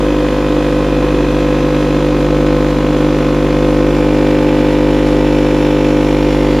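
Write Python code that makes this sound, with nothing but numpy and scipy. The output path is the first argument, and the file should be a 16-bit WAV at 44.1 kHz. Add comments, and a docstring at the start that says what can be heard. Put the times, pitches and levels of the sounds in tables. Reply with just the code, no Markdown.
"""On a kitchen counter, a pod coffee machine brews close to the microphone.
Its solenoid pump hums at harmonics of the mains and knocks once per cycle, as blows filtered by the case.
Plastic parts chatter with each stroke, as decaying noise; the valve hisses in spurts of shaped noise.
A hand turns the mug on the drip tray, whose scattered bounces rattle throughout, softer as the grip eases.
A faint, steady background hiss, different at each ear, is made of filtered noise and ticks."""
import sys
import numpy as np
from scipy import signal
from scipy.fft import rfft, irfft, next_fast_len
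from scipy.io import wavfile
from scipy.ndimage import uniform_filter1d, minimum_filter1d, map_coordinates

SR = 44100
rng = np.random.default_rng(int(sys.argv[2]) if len(sys.argv) > 2 else 0)


def unload_wav(signal):
    """Save mono or channel-first audio to the path in sys.argv[1] as 16-bit WAV at rate SR, clipped to [-1, 1]."""
    wavfile.write(
        sys.argv[1],
        SR,
        np.round(np.clip(np.atleast_2d(signal).T, -1, 1) * 32767).astype(np.int16),
    )


N = 291060
TIME_S = np.arange(N) / SR

MAINS_HZ = 49.99
STROKE_S = 1 / MAINS_HZ
STROKE_COUNT = int(N / SR * MAINS_HZ) + 1
TOP_HZ = 14800  # band limit of the recorder

# base levels, and the change at full grip (dB)
BOOM_DB, BOOM_HELD_DB = -9, -4.5
RATTLE_DB, RATTLE_HELD_DB = -23.5, 3.5
CHATTER_DB, CHATTER_HELD_DB = -31, 0.5
# a loose mug passes on less boom and rattles more (dB per unit of looseness)
LOOSE_BOOM_DB, LOOSE_RATTLE_DB = -1.5, 1.5
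# the microphone rises from the tray to the machine's head: less boom, more chatter
LIFT_START_S, LIFT_S = 4.74, 1.37
LIFT_BOOM_DB, LIFT_CHATTER_DB = -2, 0.5


def amp(db):
    """Logarithmic level: decibels to linear gain."""
    return 10 ** (np.asarray(db) / 20)


def unit(x):
    """Power normalization: x scaled to rms 1."""
    return x / np.sqrt(np.mean(x ** 2) + 1e-20)


def curve(rows):
    """Linear interpolation: (time in s, value) rows to one value per sample."""
    times, values = np.transpose(rows)
    return np.interp(TIME_S, times, values)


def wobble(rate_hz):
    """Slow random modulation: a smooth curve through rate_hz random knots a second."""
    knots = rng.standard_normal(int(N * rate_hz / SR) + 4)
    return map_coordinates(knots, [np.arange(N) * rate_hz / SR])


def body(x, points, size=8192):
    """Minimum-phase filtering: x through a causal response given as (Hz, dB) points."""
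    hz, db = np.transpose(points)
    bins_hz = np.fft.rfftfreq(size, 1 / SR)
    gain = amp(np.interp(np.log(bins_hz + 1), np.log(hz), db))
    # folding the cepstrum onto positive times makes the filter causal
    cepstrum = irfft(np.log(gain))
    cepstrum[1:size // 2] *= 2
    cepstrum[size // 2 + 1:] = 0
    impulse = irfft(np.exp(rfft(cepstrum)))[:size // 2]
    return signal.fftconvolve(x, impulse)[:N]


def resonance(x, hz, width_hz):
    """Simple resonance: the band of x that one resonator passes."""
    b, a = signal.iirpeak(hz, hz / width_hz, SR)
    return signal.lfilter(b, a, x)


def pulses(times, sizes, order=8):
    """Band-limited impulses: windowed sincs, placed between samples."""
    at = times[:, None] * SR
    taps = np.floor(at).astype(int) + np.arange(1 - order, order + 1)
    window = np.cos(np.pi * (taps - at) / (2 * order)) ** 2
    shape = np.sinc(taps - at) * window
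    inside = (taps >= 0) & (taps < N)
    return np.bincount(taps[inside], (sizes[:, None] * shape)[inside], N)


def strokes(delay_s, jitter_s, scatter_db, limp_db=0):
    """Periodic excitation: one blow per mains cycle; a limp alternates strong and weak blows."""
    cycle = np.arange(STROKE_COUNT)
    late, size = rng.standard_normal((2, len(cycle)))
    times = cycle * STROKE_S + delay_s + jitter_s * late
    return pulses(times, amp(scatter_db * size + limp_db * (-1) ** cycle))


def patchy(x, depth_db):
    """Random spectral modulation: x with slow, narrow patches of random gain."""
    spectrum = signal.stft(x, nperseg=512)[2]
    field = rng.standard_normal(spectrum.shape)
    field = uniform_filter1d(field, size=3, axis=0)  # along frequency
    field = uniform_filter1d(field, size=110, axis=1)  # along time
    return signal.istft(spectrum * amp(depth_db * unit(field)), nperseg=512)[1][:N]


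# the hand's grip on the mug; columns: start_s, grip [1 firmly held, 0 free]
GRIP_POINTS = [(0, 1), (3.5, 0.87), (4.4, 0.19)]


def hand_grip():
    """Contact loading: how firmly the hand holds the mug, easing over time."""
    return curve(GRIP_POINTS)


def gripped(x, response):
    """Variable loading: x at rms 1 through a body crossfaded from its held to its free response."""
    grip = hand_grip()
    hz, held_db, free_db = np.transpose(response)
    held = unit(body(x, list(zip(hz, held_db))))
    free = unit(body(x, list(zip(hz, free_db))))
    return grip * held + (1 - grip) * free


# shifts of the mug on the tray; columns: middle_s, half_length_s,
# looseness [near 1 tipped and rattling, below 0 firmly seated]
MUG_SHIFTS = [(1.15, 0.44, 1.3), (1.62, .14, 1.1), (2.28, 0.3, 0.78), (2.47, .35, -1.1), (2.73, 0.14, 1.1),
              (3.72, 0.47, -0.68), (3.94, .14, 1.3), (5.93, 0.28, -0.96)]


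def looseness():
    """Changing contact: each shift tips or seats the mug and eases off again."""
    total = np.zeros(N)
    for middle_s, half_length_s, depth in MUG_SHIFTS:
        phase = np.clip((TIME_S - middle_s) / half_length_s, -1, 1)
        total += depth * np.cos(np.pi / 2 * phase) ** 4
    return total


def lift():
    """Changing source distance: the microphone's rise towards the machine's head, 0 to 1."""
    return np.clip((TIME_S - LIFT_START_S) / LIFT_S, 0, 1)


# spectrum of the background hiss, relative; columns: pitch_hz, level_db [dB per Hz]
HISS_SPECTRUM = [(25, -30), (90, -30), (170, -6), (300, 9.5), (600, 4.5), (1000, -6.5), (3500, -1.5),
                 (6900, -5), (8000, -8), (10500, -9), (12000, -10.5), (13500, -18), (15000, -48)]


def background(level_db=-39.5, grain_db=-9, grain_count=2500, flicker_db=1.0):
    """Broadband noise: a faint, steady hiss of filtered noise and tiny random ticks."""
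    grains = pulses(rng.uniform(0, N / SR, grain_count), rng.standard_normal(grain_count))
    hiss = patchy(rng.standard_normal(N), depth_db=1.0)
    grainy_hiss = hiss + amp(grain_db) * unit(grains)
    return amp(level_db + flicker_db * wobble(14)) * unit(body(grainy_hiss, HISS_SPECTRUM))


# spurts through the valve; columns: start_s [peak, after the stroke begins],
# width_s [standard deviation], power [peak, relative to the steady flow]
VALVE_SPURTS = [(.005, .002, .8), (.0132, .0012, 1.2)]
# spectrum of the valve's hiss, relative; columns: pitch_hz, level_db [dB per Hz]
VALVE_SPECTRUM = [(1500, -29), (3000, 6.5), (4300, 2.5), (5400, -1.5), (6400, -9), (7000, -1),
                  (7700, -22.5), (9500, -31), (12000, -21.5), (13500, -77), (15000, -35)]


def valve(level_db=-40.0, flicker_db=0.44):
    """Jet noise: water hisses through the valve, in two spurts a stroke."""
    since_s = TIME_S % STROKE_S
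    flow_power = np.ones(N)
    for peak_s, width_s, power in VALVE_SPURTS:
        flow_power += power * np.exp(-.5 * ((since_s - peak_s) / width_s) ** 2)
    spray = patchy(rng.standard_normal(N), depth_db=2.0) * np.sqrt(flow_power)
    return amp(level_db + flicker_db * wobble(14)) * unit(body(spray, VALVE_SPECTRUM))


# narrow panel resonances; columns: pitch_hz, width_hz, held_db, free_db [mug held or standing free]
PANEL_MODES = [(1977, 110, -56, -40), (2374, 90, -45, -40.5), (2613, 130, -54.5, -40.5),
               (3280, 89, -51.5, -43), (4020, 53, -47, -65), (4426, 78, -51.5, -56),
               (5370, 67, -56.5, -49.5), (5970, 81, -50.5, -63), (6790, 140, -54.5, -51)]


def panels(shake, swell_db=1.7, swell_rate_hz=0.72):
    """Modal resonance: panel modes follow the grip, and swell and fade as the microphone moves."""
    grip = hand_grip()
    out = np.zeros(N)
    for hz, width_hz, held_db, free_db in PANEL_MODES:
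        db = grip * held_db + (1 - grip) * free_db + swell_db * wobble(swell_rate_hz)
        out += amp(db) * unit(resonance(shake, hz, width_hz))
    return out


# contacts within one stroke; columns: start_s [after the stroke begins], level_db [relative]
PLASTIC_CONTACTS = [(.003, -3), (.0042, 0), (.006, 0), (.0083, -.5), (.0105, -5), (.0127, -3), (.016, -6),
                    (.019, -10)]
# spectrum of the plastic, relative; columns: pitch_hz, level_db [dB per Hz]
PLASTIC_SPECTRUM = [(1100, -21), (1420, 0), (1600, 4), (1950, 2), (2150, 0.5), (2380, 1), (3450, -2.5),
                    (3900, -10), (5400, -16.5), (7000, -19.5), (8000, -23.5), (15000, -67)]


def chatter(t60_s=0.023, rough_db=-4, drift_rad=0.56, room_db=-17, room_t60_s=0.36):
    """Repeated impact: each contact rings the plastic in its own way, with a puff of rasp."""
    ring_time = np.arange(SR // 8) / SR
    fade = amp(-60 * ring_time / t60_s) + amp(room_db - 60 * ring_time / room_t60_s)
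    ring, rasp_power = np.zeros(N), np.zeros(N)
    for delay_s, db in PLASTIC_CONTACTS:
        blows = amp(db) * strokes(delay_s, jitter_s=.00001, scatter_db=1.8)
        # two rings mix in turn: the colour changes slowly as the microphone moves
        angle = drift_rad * wobble(1.21) + np.linspace(0, np.pi / 2, N)
        for weight in (np.cos(angle), np.sin(angle)):
            ring_shape = fade * rng.standard_normal(len(ring_time))
            ring += weight * signal.fftconvolve(blows, ring_shape)[:N]
        rasp_power += signal.fftconvolve(blows ** 2, fade ** 2)[:N]
    rasp = np.sqrt(np.abs(rasp_power)) * rng.standard_normal(N)
    shake = unit(ring) + amp(rough_db) * unit(rasp)
    plastic_db = CHATTER_DB + CHATTER_HELD_DB * hand_grip()
    plastic = amp(plastic_db) * unit(body(shake, PLASTIC_SPECTRUM))
    return amp(LIFT_CHATTER_DB * lift()) * (plastic + panels(shake))


# relative response of tray and mug to bouncing; columns: pitch_hz, held_db, free_db [mug held or free]
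TRAY_RESPONSE = [(30, -30, -27), (104, -20.5, -22), (137, -10, -12), (211, -12, -13.5), (285, 3.5, 1.5),
                 (324, -4.5, -1.5), (373, -1.5, 2), (450, -7.5, -4), (498, -0.5, -3.5), (576, -12.5, -10),
                 (670, -13, -13), (870, -17.5, -7), (1020, -11, -11), (1306, -22.5, -17.5),
                 (2700, -60.5, -55.5)]


def rattle(count=24, spread_s=.007, rock=0.053):
    """Random impacts: tray and mug bounce unevenly, most densely just after the plunger's stop."""
    level_db = RATTLE_DB + RATTLE_HELD_DB * hand_grip() + LOOSE_RATTLE_DB * looseness()
    centres = np.arange(STROKE_COUNT)[:, None] * STROKE_S + .006
    times = (centres + spread_s * rng.standard_normal((STROKE_COUNT, count))).ravel()
    sizes = np.sign(rng.standard_normal(len(times)))
    # what rocks one way on this stroke rocks back on the next
    bounces = pulses(times, sizes) - rock * pulses(times + STROKE_S, sizes)
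    return amp(level_db) * gripped(bounces, TRAY_RESPONSE)


# the hum's third harmonic; columns: start_s, level_db [before third_trim_db is added]
THIRD_HARMONIC = [(0.15, -25), (2.06, -20), (4.64, -21), (6.45, -21.5)]


def hum(beat_hz=0.76, beat_db=1.2, first_db=-20.5, third_trim_db=0.16):
    """Forced vibration: the plunger shakes the machine, mostly at odd harmonics; the first beats slowly."""
    turn = 2 * np.pi * MAINS_HZ * TIME_S
    beat = np.cos(2 * np.pi * beat_hz * (TIME_S - 1.15))
    first = amp(first_db + beat_db * beat) * np.cos(turn)
    second = amp(-39) * np.cos(2 * turn)
    third = amp(curve(THIRD_HARMONIC) + third_trim_db) * np.cos(3 * turn)
    return -np.sqrt(2) * (first + second + third)  # root 2 turns rms levels into peaks


# slow bending waves that smear each blow; columns: pitch_hz, width_hz
BENDING_WAVES = [(520, 100), (720, 70), (960, 80), (1180, 90), (1420, 110)]
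# relative response of case and tray to a blow; columns: pitch_hz, held_db, free_db [mug held or free]
CASE_RESPONSE = [(200, -9, -8), (250, -10, -7), (300, -7, -4), (350, -11, -9), (400, -8, -1),
                 (450, -23, -19), (500, -10, -9), (550, -12, -10), (600, -20, -20), (650, -24, -21),
                 (700, -25, -23), (750, -29, -28), (800, -23, -20), (850, -25, -20), (900, -31, -23),
                 (950, -29, -23), (1000, -19, -19), (1050, -23, -26), (1100, -30, -37), (1150, -36, -35),
                 (1200, -23, -19), (1250, -27, -35), (1300, -29, -37), (1350, -38, -40), (1400, -28, -29),
                 (1450, -38, -34), (1500, -31, -30)]


def knock(waver_s=0.00011):
    """Impact and resonance: the plunger is pulled in, then hits its stop, and the case booms."""
    grip = hand_grip()
    level_db = BOOM_DB + BOOM_HELD_DB * grip + LOOSE_BOOM_DB * looseness() + LIFT_BOOM_DB * lift()
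    pull = .55 * strokes(delay_s=-.0019, jitter_s=.00001, scatter_db=.3)
    stop = -strokes(delay_s=.0031, jitter_s=.00001, scatter_db=.2, limp_db=.4)
    blows = pull + stop
    for hz, width_hz in BENDING_WAVES:
        blows = blows - 2 * resonance(blows, hz, width_hz)  # delays this band, keeps its level
    # steep skirts confine the boom to the case's band
    response = [(120, -55, -55), (150, -42, -42), *CASE_RESPONSE, (1650, -42, -42), (3000, -75, -75)]
    boom = gripped(blows, response)
    # the turning hand loads the tray unevenly, so the boom comes a little early or late
    lag_s = waver_s * grip * wobble(3.98)
    return amp(level_db) * map_coordinates(boom, [np.arange(N) - lag_s * SR], mode="nearest")


def scene():
    """Superposition: the machine stands straight ahead, the background hiss differs at each ear."""
    both_ears = np.array([background(), background()])
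    return both_ears + valve() + chatter() + rattle() + hum() + knock()


def record(dry):
    """Peak limiting and band limiting: the recorder ducks the highest peaks and cuts the top."""
    needed = np.minimum(1, .95 / (np.abs(dry).max(axis=0) + 1e-9))
    gain = uniform_filter1d(minimum_filter1d(needed, size=441), size=441)
    m = next_fast_len(N + SR // 4)
    passed = np.fft.rfftfreq(m, 1 / SR) < TOP_HZ
    return irfft(rfft(dry * gain, m) * passed, m)[:, :N]


dry = scene()
out = record(dry)
unload_wav(out)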